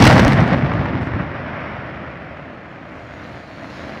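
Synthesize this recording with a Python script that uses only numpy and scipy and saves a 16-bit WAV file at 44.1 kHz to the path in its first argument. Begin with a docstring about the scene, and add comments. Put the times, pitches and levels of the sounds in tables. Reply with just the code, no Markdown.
"""A volley of sharp cracks over a deep boom that overloads the microphone: a quarry blast across a valley.
Cracks are shock fronts with noise bursts; boom and roar are dense random impacts, filtered and levelled.
The roar dies away and a separate, similar roar swells back from the hills; heavy blocks thud as decaying sines.
Towards the end thrown rock clatters louder (random impacts in a stronger noise wash)
under a growing, flickering hiss of grit."""
import sys
import numpy as np
from scipy import signal
from scipy.fft import rfft, irfft, next_fast_len
from scipy.io import wavfile
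from scipy.ndimage import uniform_filter1d, map_coordinates

SR = 44100
rng = np.random.default_rng(int(sys.argv[2]) if len(sys.argv) > 2 else 0)


def to_wav(s):
    """Save 16-bit WAV."""
    ch = np.atleast_2d(s).T  # columns
    pcm = np.round(np.clip(ch, -1, 1) * 32767)  # PCM
    wavfile.write(sys.argv[1], SR, pcm.astype(np.int16))


N = 176400


def amp(db):
    """Decibels to gain."""
    return 10 ** (np.asarray(db) / 20)


def unit(x):
    """Scale to rms 1."""
    return x / np.sqrt(np.mean(x ** 2) + 1e-20)


def clock():
    """Time of each sample [s]."""
    return np.arange(N) / SR


def level(rows):
    """Gain per sample, interpolated in dB through (time [s], level [dB]) points."""
    return amp(np.interp(clock(), *np.transpose(rows)))


def swell_db(peak_s, peak_db, rise_db_per_s, fall_db_per_s):
    """Level in dB that rises straight to a peak and falls straight from it."""
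    t = clock() - peak_s
    return peak_db + np.minimum(rise_db_per_s * t, -fall_db_per_s * t)


def wobble(knots_per_s):
    """Smooth random curve through normally distributed knots."""
    knots = rng.standard_normal(2000)
    return map_coordinates(knots, [clock() * knots_per_s], mode="wrap")


def coloured(x, colour):
    """Minimum-phase filter of unit power gain through (frequency [Hz], relative gain [dB]) points."""
    m = 2 * next_fast_len(N // 2 + 8192)
    hz, db = np.transpose(colour)
    log_hz = np.log(np.fft.rfftfreq(m, 1 / SR) + 1)
    gain = unit(amp(np.interp(log_hz, np.log(hz), db)))
    # Folding the cepstrum onto positive time makes the filter causal.
    cepstrum = irfft(np.log(gain), m)
    cepstrum[1:m // 2] *= 2
    cepstrum[m // 2 + 1:] = 0
    return irfft(rfft(x, m) * np.exp(rfft(cepstrum)), m)[:N]


def patter(rate_hz, spread_db, wash_db):
    """Random impacts of uneven size in a wash of merged ones, rms 1."""
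    chance = rng.random(N)
    size = np.minimum(rng.exponential(size=N), 4)
    sign = rng.choice([-1, 1], N)
    hits = (chance < rate_hz / SR) * sign * amp(spread_db * size)
    return unit(unit(hits) + amp(wash_db) * rng.standard_normal(N))


def coloured_patter(colour, rate_hz, spread_db, wash_db):
    """Random impacts filtered to a colour, rms 1."""
    return unit(coloured(patter(rate_hz, spread_db, wash_db), colour))


# Bursting rock and gas: (time [s], relative level [dB], Gaussian length [s], treble share [dB])
CRACK_EVENTS = [(0.024, -5, 0.0033, 2), (0.04, -5.5, 0.0033, 1.5), (0.052, -7.5, 0.0021, 5),
                (0.055, -7, 0.0033, -1.5), (.066, -9.5, 0.0078, -2), (0.069, -8, 0.0032, -0.5),
                (.075, -11, 0.0024, 11.5), (.102, -2.5, 0.0015, -5), (.110, -12.5, 0.002, 4.5),
                (0.128, -17, 0.005, 2), (0.18, -9.5, 0.0029, -2), (.194, -7.5, 0.0076, -3),
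                (0.249, -11.5, 0.0011, 4), (0.28, -13.5, 0.0021, 3), (0.322, -12.5, 0.0018, -2),
                (0.331, -14, 0.004, -4.5), (0.405, -21, 0.0016, 2), (.435, -25, .002, -14),
                (0.478, -24, 0.0017, 1), (0.524, -17, .002, -22), (0.533, -20.5, .002, -6),
                (0.577, -21, .002, -12), (0.624, -18.5, 0.0023, -24), (0.719, -16.5, 0.0029, -33.5),
                (0.736, -17.5, .003, -16.5), (0.855, -20, 0.0074, -22), (1.011, -20.5, .0015, -20),
                (1.069, -24, 0.0065, -17.5), (1.136, -20.5, 0.0037, -27), (1.196, -23, 0.017, -34.5),
                (3.962, -34, 0.0023, -22), (3.973, -24, 0.0026, -25)]
# Spectra of crack body and treble snap: (frequency [Hz], relative gain [dB])
CRACK_BODY_COLOUR = [(100, 3), (500, 12), (1900, 7), (2800, -1), (4000, -38), (8000, -44), (16000, -68)]
SNAP_SPECTRUM = [(500, -13.5), (2000, 7.5), (3600, 3.5), (5600, 0.5), (6800, -9.5), (8400, -11.5),
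                 (10500, -20), (15500, -25)]
BODY_OFFSET_DB, SNAP_OFFSET_DB = -0.5, -6.5
BODY_FRONT_DB, SNAP_FRONT_DB = 9.5, 9.5  # relative to the burst
WALL_DB, WALL_T60_S = -9, 0.087


def cracks():
    """Each crack is a steep shock front and a short ragged burst, scattered by the quarry walls."""
    body, snap = np.zeros(N), np.zeros(N)
    body_noise, snap_noise = rng.standard_normal((2, N))
    t = np.arange(SR // 20) / SR
    for start_s, db, length_s, treble_db in CRACK_EVENTS:
        start = round(start_s * SR)
        burst = np.exp(-(t / length_s) ** 2)[:N - start]
        span = slice(start, start + len(burst))
        front = np.arange(len(burst)) == 0  # one-sample impulse
        body_crack = burst * body_noise[span] + amp(BODY_FRONT_DB) * front
        snap_crack = burst * snap_noise[span] + amp(SNAP_FRONT_DB) * front
        body[span] += amp(db + BODY_OFFSET_DB) * body_crack
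        snap[span] += amp(db + SNAP_OFFSET_DB + treble_db) * snap_crack
    direct = coloured(body, CRACK_BODY_COLOUR) + coloured(snap, SNAP_SPECTRUM)
    tail = (rng.standard_normal(N) * amp(-60 * clock() / WALL_T60_S))[:SR]
    scattered = signal.fftconvolve(direct, tail / np.linalg.norm(tail))[:N]
    return direct + amp(WALL_DB) * scattered


def low_waves(colour):
    """Overlapping low pressure waves, evened to a short-term rms near 1."""
    waves = coloured_patter(colour, rate_hz=700, spread_db=2, wash_db=-0.5)
    local_power = np.abs(uniform_filter1d(waves ** 2, size=3000))
    return waves / np.sqrt(local_power + 1e-6)


# Boom envelope: (time [s], level [dB])
BOOM_LEVEL = [(0, -7), (.2, -10), (.42, -16), (.46, -18), (.53, -15.5), (.6, -19), (.7, -22.5), (.8, -18.5),
              (.88, -24.5), (.95, -22.5), (1.08, -25), (1.21, -23.5), (1.28, -30.5), (1.8, -34.5),
              (2.5, -42.5), (4, -53.5)]
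# Spectra of boom and deeper rumble: (frequency [Hz], relative gain [dB])
BOOM_SPECTRUM = [(20, -38), (35, -21), (60, -10), (90, -7.5), (125, 1), (170, -4), (260, -5.5),
                 (350, -12.5), (480, -34), (1200, -85.5)]
RUMBLE_SPECTRUM = [(20, -17), (38, -28.5), (62, -0.5), (85, 10), (115, -4), (220, -32), (600, -75.5)]
RUMBLE_PEAK_S, RUMBLE_DB, RUMBLE_RISE_DB_PER_S, RUMBLE_FALL_DB_PER_S = 0.77, -28.5, 1, 14


def boom():
    """The rock face heaves out low waves; a deeper rumble swells below and fades before the boom's tail."""
    heave = low_waves(BOOM_SPECTRUM) * level(BOOM_LEVEL) * amp(0.78 * wobble(25.1))
    rumble_db = swell_db(RUMBLE_PEAK_S, RUMBLE_DB, RUMBLE_RISE_DB_PER_S, RUMBLE_FALL_DB_PER_S)
    rumble = low_waves(RUMBLE_SPECTRUM) * amp(rumble_db + 1.9 * wobble(10.7))
    return heave + rumble


# Roar envelope: (time [s], level [dB])
ROAR_LEVEL = [(0, -12), (.06, -12), (.15, -12.5), (.195, -15.5), (.235, -16.5), (.29, -14.5), (.345, -21.5),
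              (.375, -16.5), (.455, -21), (.53, -18), (.6, -25.5), (.68, -25.5), (.74, -25), (.85, -25.5),
              (.89, -28), (1.25, -33.5), (2.5, -43), (4, -49)]
# Roar spectrum: (frequency [Hz], relative gain [dB])
ROAR_SPECTRUM = [(100, -19.5), (300, 1.5), (430, -1.5), (570, 4), (1000, -2.5), (1900, -4.5), (2500, -12),
                 (3300, -20), (5300, -32), (7000, -49), (10000, -80), (15000, -87)]
CRACKLE_DB, CRACKLE_FALL_DB_PER_S = -20.5, 55


def roar():
    """Breaking rock: dense fractures, with a bright crackle that dies first."""
    body = coloured_patter(ROAR_SPECTRUM, rate_hz=1500, spread_db=5, wash_db=1)
    body = body * level(ROAR_LEVEL) * amp(1.0 * wobble(55.2))
    crackle = coloured_patter(SNAP_SPECTRUM, rate_hz=1100, spread_db=2.5, wash_db=-6.5)
    crackle_db = CRACKLE_DB - CRACKLE_FALL_DB_PER_S * clock()
    return body + crackle * amp(crackle_db + 1.36 * wobble(160))


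# Heavy blocks and gas surges: (time [s], level before envelope [dB], pitch [Hz])
THUD_EVENTS = [(0.061, -6, 32), (0.257, -4, 40.4), (.343, -5, 134), (.393, 1, 117), (0.418, 1, 156),
               (.525, -4.5, 148), (0.631, -3, 138), (.745, -7, 137), (0.792, -7, 124), (0.939, -12, 109),
               (1.142, -7.5, 102), (1.189, -13, 119), (1.225, -15, 110), (3.947, -27.5, 166)]
THUD_RISE_S, THUD_DECAY_S = 0.0026, 0.011


def thuds():
    """Each heavy blow is a sine with a fast rise and an exponential decay."""
    out = np.zeros(N)
    for start_s, db, hz in THUD_EVENTS:
        t = np.maximum(clock() - start_s, 0)
        envelope = (1 - np.exp(-t / THUD_RISE_S)) * np.exp(-t / THUD_DECAY_S)
        out -= amp(db) * np.sin(2 * np.pi * hz * t) * envelope
    return out


def patchy(x):
    """Flicker in narrow, short-lived bands: smoothed random gain over time and frequency, rms 1."""
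    bands = signal.stft(x, nperseg=1024)[2]
    field = rng.standard_normal(bands.shape)
    field = uniform_filter1d(field, size=GRIT_PATCH_BINS, axis=0)
    field = uniform_filter1d(field, size=GRIT_PATCH_FRAMES, axis=1)
    flickering = bands * amp(GRIT_PATCH_DB * unit(field))
    return unit(signal.istft(flickering, nperseg=1024)[1][:N])


# Envelopes of landing stones and grit: (time [s], level [dB])
STONE_LEVEL = [(0, -43.5), (2, -37), (2.6, -39), (3.3, -34), (3.5, -37), (3.66, -33), (3.715, -36),
               (3.76, -32.5), (3.93, -30.5), (4, -32)]
GRIT_LEVEL = [(0, -84), (2.4, -66.5), (2.85, -62), (3.2, -53.5), (3.5, -52), (3.78, -48.5), (4, -49.5)]
# Spectra of stones and grit: (frequency [Hz], relative gain [dB])
STONE_SPECTRUM = [(20, -38), (45, -8.5), (90, 0), (170, -1), (310, -0.5), (420, -8.5), (640, -1.5),
                  (850, -10.5), (1400, -9.5), (2100, -11.5), (3000, -23), (5000, -42.5), (8000, -54),
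                  (15000, -70)]
GRIT_SPECTRUM = [(1000, -2), (3000, 1.5), (3800, 2.5), (4200, 5), (4800, -1.5), (6900, -8), (8000, -22),
                 (9200, -18.5), (10200, -25.5), (11400, -21), (13000, -30), (15500, -32)]
GRIT_PATCH_DB, GRIT_PATCH_BINS, GRIT_PATCH_FRAMES = 3.5, 2, 10


def rockfall():
    """Thrown stones land as random impacts, louder towards the end; grit hisses down with them."""
    stones = coloured_patter(STONE_SPECTRUM, rate_hz=380, spread_db=3.5, wash_db=2.5)
    stones = stones * level(STONE_LEVEL) * amp(0.2 * wobble(18))
    grit = patchy(coloured(patter(rate_hz=1500, spread_db=4.5, wash_db=3.5), GRIT_SPECTRUM))
    grit = grit * level(GRIT_LEVEL) * amp(1.0 * wobble(12))
    return stones + grit


# Spectrum of the roar from the hills: (frequency [Hz], relative gain [dB])
ECHO_SPECTRUM = [(80, -10), (300, -3), (440, -2.5), (590, 3.5), (900, -3), (1300, -1), (2000, -3),
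                 (2600, -11), (3400, -21), (4200, -32), (5500, -32), (7000, -58), (14000, -61)]
ECHO_PEAK_S, ECHO_DB, ECHO_RISE_DB_PER_S, ECHO_FALL_DB_PER_S = 1.563, -30, 9, 12


def hill_echo():
    """Roar back from the far slopes: separate dense impacts that swell and fade."""
    echo = coloured_patter(ECHO_SPECTRUM, rate_hz=900, spread_db=1.5, wash_db=3)
    echo_db = swell_db(ECHO_PEAK_S, ECHO_DB, ECHO_RISE_DB_PER_S, ECHO_FALL_DB_PER_S)
    return echo * amp(echo_db + 0.8 * wobble(25))


SPRAY_S, SPRAY_LENGTH_S, SPRAY_DB = 1.012, 0.07, -51.5


def spray():
    """One brief, faint hiss of grit: noise with a sudden start and a half-Gaussian fade."""
    t = clock() - SPRAY_S
    envelope = (t > 0) * np.exp(-(t / SPRAY_LENGTH_S) ** 2)
    hiss = unit(coloured(rng.standard_normal(N), SNAP_SPECTRUM))
    return amp(SPRAY_DB) * envelope * hiss


def scene():
    """All sources at the one microphone."""
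    blast = cracks() + boom() + roar() + thuds()
    return (blast + rockfall() + hill_echo() + spray())[None]


LOW_CUT_HZ, TOP_HZ = 36, 15800
OVERLOAD, KNEE = 0.87, 4.2  # ceiling [full scale], knee exponent


def record(dry):
    """Microphone: sheds the deepest bass, rounds off the loudest peaks, stops at the band limit."""
    low_cut = signal.butter(2, LOW_CUT_HZ, "highpass", fs=SR, output="sos")
    lean = signal.sosfilt(low_cut, dry)
    squashed = lean / (1 + np.abs(lean / OVERLOAD) ** KNEE) ** (1 / KNEE)
    m = next_fast_len(N + SR // 2)
    passband = np.fft.rfftfreq(m, 1 / SR) < TOP_HZ
    return irfft(rfft(squashed, m) * passband, m)[..., :N]


dry = scene()
out = record(dry)
to_wav(out)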